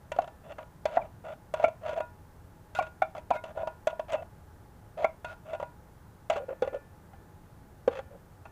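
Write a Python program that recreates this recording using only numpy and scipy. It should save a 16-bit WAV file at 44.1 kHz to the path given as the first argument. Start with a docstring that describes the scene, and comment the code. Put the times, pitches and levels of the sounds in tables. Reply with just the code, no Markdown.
"""A spoon knocks and scrapes in a tin can being emptied over a steel pot of soup in a small kitchen.
The air in the can answers with a short hollow note, lower once the can is empty; the tin clacks and
squeaks, and the pot rings briefly where the can taps or rubs its rim. Heard from one microphone close
to the pot, with a short wash off the near walls and the gas burner rumbling underneath."""
import sys
import numpy as np
from scipy import signal
from scipy.fft import rfft, irfft
from scipy.io import wavfile

SR = 44100
rng = np.random.default_rng(int(sys.argv[2]) if len(sys.argv) > 2 else 0)


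def generate_wav(sig):
    """Save sig (samples, or channels by samples) to the path in sys.argv[1] as 16-bit PCM at SR."""
    pcm = np.round(np.clip(np.atleast_2d(sig).T, -1, 1) * 32767).astype(np.int16)
    wavfile.write(sys.argv[1], SR, pcm)


N = 375291
EMPTIED_S = 6.35  # from here on the can is empty and lifted off the rim
SCATTER_DB = 1.2  # spread of mode strength from blow to blow

# Spoon on can and can on pot, close to the microphone:
# (time [s], hollow note peak [dB], note pitch [Hz], clack [dB], rasp [dB], rim strength [dB])
CAN_KNOCKS = [(0.118, -28, 600, -46.5, -40.5, -48.5), (0.163, -32, 576, -52, -54, -56),
              (0.187, -13.5, 697, -29, -48, -74), (0.219, -30, 645, -52, -53, -75),
              (0.276, -38.5, 643, -51, -55.5, -87), (0.584, -35, 595, -43, -57, -49.5),
              (0.855, -17, 613, -36, -38.5, -46), (0.97, -12, 690, -31.5, -55, -58),
              (1.539, -21.5, 618, -41, -40, -46.5), (1.598, -27.5, 636, -48, -58, -47),
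              (1.64, -9, 664, -31, -43, -72), (1.682, -23, 630, -50, -50.5, -59),
              (1.893, -29, 600, -53, -51, -42.5), (1.931, -29, 581, -47, -62, -48),
              (1.975, -25, 675, -49, -53, -54), (2.004, -23, 625, -38.5, -49.5, -38),
              (2.75, -39, 630, -62, -41.5, -43), (2.788, -16.5, 735, -37, -41.5, -49),
              (2.81, -26.5, 647, -56, -64, -46), (2.824, -42, 600, -42, -49, -39),
              (3.02, -16.5, 756, -33.5, -45, -77), (3.15, -37, 680, -44, -59, -58),
              (3.18, -33, 620, -50, -52, -79), (3.305, -21, 650, -40, -45, -52),
              (3.309, -12.5, 695, -29, -59, -47), (3.36, -33, 610, -58, -64, -43),
              (3.439, -34.5, 630, -57, -48, -51), (3.574, -29.5, 585, -40, -57.5, -49),
              (3.632, -25.5, 635, -61, -74, -51), (3.673, -27.5, 634, -37.5, -49.5, -45),
              (3.871, -15.5, 628, -44, -36.5, -39), (3.929, -31, 650, -54, -76, -78),
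              (3.995, -23, 630, -42.5, -50.5, -59), (4.121, -39, 634, -53, -42, -52),
              (4.131, -27, 613, -47, -40.5, -43), (5.044, -13.5, 618, -29.5, -43.5, -63),
              (5.246, -35.5, 700, -46, -45, -36.5), (5.532, -29, 602, -58, -52, -46),
              (5.599, -30.5, 576, -39.5, -54, -54), (5.627, -27, 592, -38.5, -55, -50),
              (6.299, -17, 664, -33, -35, -42), (6.366, -25.5, 600, -39, -48, -45),
              (6.489, -30.5, 502, -48.5, -68, -54), (6.622, -15.5, 502, -33.5, -42.5, -45),
              (6.675, -23, 547, -43.5, -51, -66), (6.745, -27.5, 565, -60, -57, -51),
              (7.133, -61, 680, -51, -68, -73), (7.877, -11, 506, -33, -42, -74),
              (7.989, -31, 530, -46, -55, -62), (8.454, -44.5, 667, -48, -58, -56)]
def knocks(note_swell_s=0.003, crunch_s=0.0063, chatter_db=-22, chatter_s=0.03):
    """A sharp touch and a few ms of crunch sound the air in the can, the tin and the pot."""
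    out, t = np.zeros(N), clock(.1)
    for s, note_db, hz, clack_db, rasp_db, rim_db in CAN_KNOCKS:
        emptied = s > EMPTIED_S
        envelope = np.exp(-(t / crunch_s) ** 2) + from_db(chatter_db) * np.exp(-t / chatter_s)
        force = rng.standard_normal(len(t)) * envelope
        force[0] += 6.3  # the first touch
        tick_db = rasp_db - (16 if emptied else 12)
        add(out, s, from_db(note_db) * damped_note(hz, note_swell_s))
        add(out, s, tin(force, (clack_db, rasp_db, tick_db), contact_samples=353))
        add(out, s, pot_ring(note_db, rim_db, emptied))
    return out


def thuds(swell_s=0.0031, jolt_hz=280, heavy_db=-12.5, full_db=-25, empty_db=-16):
    """Heavy knocks jolt the whole can, more so when empty; the hand damps it within a cycle or two."""
    out = np.zeros(N)
    for s, note_db, *_ in CAN_KNOCKS:
        jolt_db = note_db + min(note_db - heavy_db, 0) + (full_db if s < EMPTIED_S else empty_db)
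        add(out, s, from_db(jolt_db) * damped_note(jolt_hz, swell_s))
    return out


# Short-lived resonances of the tin: (frequency [Hz], width [Hz], relative level [dB])
TIN_MODES = [(798.5, 32.8, 28), (978, 58, 14), (1115, 79, 11), (1423, 94, 8.5), (1583, 69, 3.5),
             (1934, 69, -5.5), (2016, 31, -1), (2387, 115, -8), (2455, 45, -4.5), (2730, 88, -0.5),
             (2965, 84, -6), (3457, 130, -8.5), (3680, 61, -12), (4406, 24, -14.5), (4570, 50, -25),
             (5390, 220, -20.5), (5780, 400, -18), (7180, 310, -16), (7850, 93, -16), (9900, 2200, -40.5),
             (13300, 10500, -41.5)]
# The tin's clack, rasp and tick bands: (low edge [Hz], high edge [Hz])
TIN_BANDS = [(850, 1900), (1900, 4500), (4500, 15500)]
def tin(force, band_levels_db, contact_samples):
    """A contact rings the tin, a little differently at each spot; its kind sets each band's level."""
    body = sum((-1) ** k * from_db(db + SCATTER_DB * rng.normal()) * resonate(force, hz, width)
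               for k, (hz, width, db) in enumerate(TIN_MODES))
    parts = [(-1) ** k * band(body, edges) for k, edges in enumerate(TIN_BANDS)]
    return sum(from_db(db) * part / rms(part[:contact_samples])
               for part, db in zip(parts, band_levels_db))


# Blows that leave the can's wall free to ring: (time [s], level [dB], tilt [dB/octave])
WALL_BLOWS = [(1.642, -19.5, 0), (3.0195, -18, -2.5), (5.047, -16, -5.5), (6.301, -22, -11)]
# Modes of the can's wall: (frequency [Hz], relative level [dB], t60 [s])
WALL_MODES = [(682, -0.5, 0.033), (642, -4.5, 0.16), (1380, -1.5, .06), (2237, 0, 0.042), (2370, -13, 0.1),
              (2900, -30, .07), (3490, -30.5, 0.13)]
def clangs(rise_s=0.002, snap_db=-33, snap_s=0.0031, snap_hz=8000):
    """A hard edge snaps, and the can's wall swings up and rings on after the clean rebound."""
    out, t = np.zeros(N), clock(.5)
    rise = 1 - np.exp(-(t / rise_s) ** 2)
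    for s, db, tilt_db in WALL_BLOWS:
        add(out, s, from_db(db) * struck(WALL_MODES, tilt_db) * rise)
        snap = rng.standard_normal(len(t)) * np.exp(-t / snap_s)
        add(out, s, from_db(db + snap_db) * band(snap, snap_hz, "high"))
    return out


# Spoon strokes inside the can: (start [s], end [s], hollow note [dB], rasp [dB], swell [dB])
SPOON_STROKES = [(0.131, 0.253, -49, -63, 7), (0.429, 0.53, -47, -59, 17), (0.58, 0.638, -47, -64, -1),
                 (0.867, 0.969, -41.5, -55, 16), (0.986, 1.065, -44.5, -68, 0),
                 (1.237, 1.339, -41.5, -57.5, 1), (1.547, 1.661, -35.5, -52, 23),
                 (1.809, 1.872, -37.5, -56, 23), (1.868, 1.946, -39, -52, -1), (1.955, 1.996, -35, -56, 7),
                 (2.759, 2.885, -54, -61, 6), (3.151, 3.201, -45.5, -58.5, -8),
                 (3.342, 3.372, -37, -59, -6), (3.442, 3.524, -45.5, -61.5, -3),
                 (3.549, 3.629, -38, -61, 10.5), (3.879, 3.911, -47, -55, 6), (4.08, 4.135, -40, -53, 8),
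                 (4.137, 4.162, -26.5, -48.5, -4), (4.162, 4.234, -42.5, -68, 2),
                 (4.97, 5.041, -34.5, -54, 5), (5.251, 5.337, -51, -60.5, 8),
                 (5.445, 5.561, -40.5, -57.5, 19), (5.609, 5.636, -46, -61, -9),
                 (6.298, 6.365, -34, -47, -19), (6.356, 6.399, -34, -48.5, -14),
                 (6.393, 6.448, -40.5, -78, -7), (6.481, 6.537, -36.5, -67, 4),
                 (6.629, 6.673, -37.5, -59, -23), (6.723, 6.777, -38, -65, -1),
                 (7.906, 8.007, -42.5, -54, 10), (8.107, 8.167, -51.5, -78, 6)]
# Note of the air in the can, dropping as the last food slides out: (time [s], pitch [Hz])
AIR_PITCH = [(0, 607), (2, 619), (4.2, 639), (5.6, 623), (6.33, 640), (6.42, 520), (8.2, 538)]
def scrapes(slips_per_s=700, slip_spread_db=5.0, hiss=0.12, edge_s=0.0056,
            catch_db=1.0, catch_hz=70, air_width_hz=125, steadiness=0.61):
    """Metal drags on metal, bearing down or easing off: slips tick in the tin and keep its air humming."""
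    out, t = np.zeros(N), clock(.25)
    for start, end, note_db, rasp_db, swell_db in SPOON_STROKES:
        length = end - start
        samples = int(length * SR)
        contact = np.clip(np.minimum(t, length - t) / edge_s, 0, 1)
        push = from_db(swell_db * np.minimum(t / length, 1))
        slipping = rng.random(len(t)) < slips_per_s / SR
        slips = slipping * from_db(slip_spread_db * np.minimum(rng.exponential(1, len(t)), 3))
        friction = slips * rng.choice([-1, 1], len(t)) + hiss * rng.standard_normal(len(t))
        # the edge catches and lets go, so the grit comes in clumps
        catches = band(rng.standard_normal(SR // 2), catch_hz, "low")[-len(t):]
        grit = friction * from_db(catch_db * catches / rms(catches))
        hz = np.interp(start + length / 2, *np.transpose(AIR_PITCH))
        air = resonate(resonate(grit, hz, air_width_hz), hz, air_width_hz)
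        # steady pressure evens out the beating of the note
        beating = np.abs(signal.hilbert(air)) + rms(air) / 10
        air = contact * push * air / beating ** steadiness
        add(out, start, from_db(note_db) * air / rms(air[:samples]))
        clack_db = 0.4 * note_db + 0.6 * rasp_db - 0.5
        tick_db = rasp_db - 19
        add(out, start, tin(contact * push ** 0.87 * grit, (clack_db, rasp_db, tick_db), samples))
    return out


# Short metal tones, squeaks of the tin and a brief ring of the pot:
# (start [s], end [s], start pitch [Hz], end pitch [Hz], level [dB])
METAL_TONES = [(0.942, 0.976, 2900, 2950, -55), (.975, 1.001, 826, 924, -32.5),
               (1.013, 1.029, 2460, 2230, -48), (2.788, 2.802, 1126, 1080, -27),
               (2.792, 2.816, 2440, 2220, -39), (3.018, 3.031, 1408, 1414, -26.5),
               (3.311, 3.324, 1042, 910, -24), (3.316, 3.351, 2470, 2140, -47.5),
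               (3.354, 3.399, 2130, 2130, -47), (4.148, 4.217, 2650, 2660, -57),
               (5.043, 5.051, 2130, 2220, -25.5), (5.046, 5.056, 846, 710, -20.5),
               (6.62, 6.64, 3410, 3420, -49)]
def metal_tones(waver=0.014, waver_hz=260):
    """The tin squeaks or the pot rings for a moment: a wavering tone that glides or holds its pitch."""
    out = np.zeros(N)
    for start, end, from_hz, to_hz, db in METAL_TONES:
        samples = len(clock(end - start))
        wobble = band(rng.standard_normal(SR // 2), waver_hz, "low")
        pitch = np.linspace(from_hz, to_hz, samples) * (1 + waver * wobble[-samples:] / rms(wobble))
        tone = np.sin(2 * np.pi * np.cumsum(pitch) / SR)
        add(out, start, from_db(db) * signal.windows.tukey(samples, .5) * tone)
    return out


# The pot just under the can, two families of modes set off at different places on its rim:
# (frequency [Hz], relative level [dB], t60 [s])
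POT_LOW_MODES = [(634, 2.5, 0.15), (965.5, -1, 0.23), (1023, -16, 0.36)]
POT_HIGH_MODES = [(1430, -1, 0.22), (1670, -39, 0.49), (2070, -27.5, 0.15), (2500, -16.5, .2),
                  (2570, -23.5, 0.17), (3720, -25, 0.13)]
def pot_ring(note_db, rim_db, lifted, lifted_db=-20, gain_db=1.5):
    """One knock rings the steel pot; the low modes are much weaker once the can is off the rim."""
    low_db = -16 + 0.32 * note_db + 0.38 * rim_db + lifted_db * lifted
    ring = from_db(low_db) * struck(POT_LOW_MODES) + from_db(rim_db) * struck(POT_HIGH_MODES)
    return from_db(gain_db) * ring


# The can's edge rubbing along the pot's rim: (start [s], end [s], level [dB])
RIM_RUBS = [(2.75, 2.8, -39.5), (2.828, 2.869, -62), (3.335, 3.375, -47), (5.247, 5.343, -51.5)]
def rubs(pressed_width_hz=30):
    """Friction feeds the pot's upper modes while the pressing edge damps them."""
    out, t = np.zeros(N), clock(.25)
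    for start, end, db in RIM_RUBS:
        touching = t <= end - start
        friction = rng.standard_normal(len(t)) * touching
        ring = sum(from_db(mode_db) * resonate(friction, hz, pressed_width_hz)
                   for hz, mode_db, _ in POT_HIGH_MODES)
        add(out, start, from_db(db) * ring / rms(ring[touching]))
    return out


# The pot's thin, long modes, faint even this close: (frequency [Hz], relative level [dB], t60 [s])
POT_THIN_MODES = [(1420, -4.5, 0.63), (1484, -11, 0.51), (1710, -8, 0.32), (1754, -2, 0.74),
                  (2530, -12.5, 0.58), (2360, -9.5, 0.64)]
def pot_afterring(resting_db=-70, free_db=-61, follows_force=0.14, usual_knock_db=-24):
    """Every knock stirs the pot's thin modes, which sing out once nothing rests on the rim."""
    out = np.zeros(N)
    for s, note_db, *_ in CAN_KNOCKS:
        ring_db = (resting_db if s < EMPTIED_S else free_db) + follows_force * (note_db - usual_knock_db)
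        add(out, s, from_db(ring_db) * struck(POT_THIN_MODES))
    return out


def kitchen(x, t60=0.21, wet_db=-16, dull_hz=3500, first_echo_s=0.0085):
    """Near walls and the steel splashback return a short, dull wash to the microphone."""
    t = clock(.5)
    echoes = band(rng.standard_normal(len(t)), dull_hz, "low")
    echoes *= np.exp(-np.log(1000) * t / t60) * (t > first_echo_s)
    echoes /= np.sqrt(np.sum(echoes ** 2) * SR / (2 * dull_hz))  # about unit gain below dull_hz
    return x + from_db(wet_db) * signal.fftconvolve(x, echoes)[:N]


# Gas burner below the pot, with the room tone: (frequency [Hz], relative spectral density [dB])
BURNER_SPECTRUM = [(25, 0.5), (45, -5.5), (85, 0.5), (120, -6), (165, -5.5), (230, -13), (420, -16),
                   (700, -20), (860, -18.5), (1050, -22.5), (1550, -25), (2400, -36.5), (4500, -40.5),
                   (15000, -41)]
# The burner's hum and whistle: (frequency [Hz], width [Hz], level [dB])
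BURNER_TONES = [(104, 5.7, -65.5), (842, 12, -69)]
def burner(level_db=-53, low_cut_hz=34):
    """The flame rumbles with a faint hum and whistle, its treble sinking into even hiss."""
    hz, db = np.transpose(BURNER_SPECTRUM)
    bin_hz = np.maximum(np.fft.rfftfreq(N, 1 / SR), 1)
    shape = from_db(np.interp(np.log(bin_hz), np.log(hz), db))
    rumble = band(irfft(rfft(rng.standard_normal(N)) * shape, N), low_cut_hz, "high")
    out = from_db(level_db) * rumble / rms(rumble)
    for tone_hz, width, tone_db in BURNER_TONES:
        tone = resonate(resonate(rng.standard_normal(N), tone_hz, 2 * width), tone_hz, 2 * width)
        out += from_db(tone_db) * tone / rms(tone)
    return out


def damped_note(hz, swell_s):
    """A heavily damped note that builds over a cycle or two and dies."""
    t = clock(.1)
    return t / swell_s * np.exp(1 - t / swell_s) * np.sin(2 * np.pi * hz * t)


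def struck(modes, tilt_db=0):
    """Decaying modes, each with a slightly different strength on every blow."""
    out, t = 0, clock(.5)
    for hz, db, t60 in modes:
        strength = from_db(db + tilt_db * np.log2(hz / modes[0][0]) + SCATTER_DB * rng.normal())
        out += strength * np.exp(-np.log(1000) * t / t60) * np.sin(2 * np.pi * hz * t)
    return out


def resonate(x, hz, width):
    """Two-pole resonance with gain 1 at its peak."""
    r = np.exp(-np.pi * width / SR)
    feedback = [1, -2 * r * np.cos(2 * np.pi * hz / SR), r * r]
    return signal.lfilter(np.array([1, 0, -1]) * (1 - r * r) / 2, feedback, x + 1e-18)


def band(x, edges, kind="band"):
    return signal.sosfilt(signal.butter(2, edges, kind, fs=SR, output="sos"), x)


def from_db(db):
    return 10 ** (np.asarray(db) / 20)


def rms(x):
    return np.sqrt(np.mean(x ** 2) + 1e-20)


def clock(seconds):
    return np.arange(int(seconds * SR)) / SR


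def add(track, s, sound):
    """Mix a sound into the track at s seconds."""
    at = int(s * SR)
    track[at:at + len(sound)] += sound[:max(N - at, 0)]


def scene():
    """Can and pot close to one microphone, the burner underneath."""
    metal = knocks() + thuds() + clangs() + pot_afterring() + scrapes() + rubs() + metal_tones()
    return (kitchen(metal) + burner())[None]


def record(dry, cutoff_hz=15400):
    """The microphone's signal is cut steeply at the top."""
    return signal.sosfilt(signal.ellip(10, .1, 70, cutoff_hz, fs=SR, output="sos"), dry)


dry = scene()
out = record(dry)
generate_wav(out)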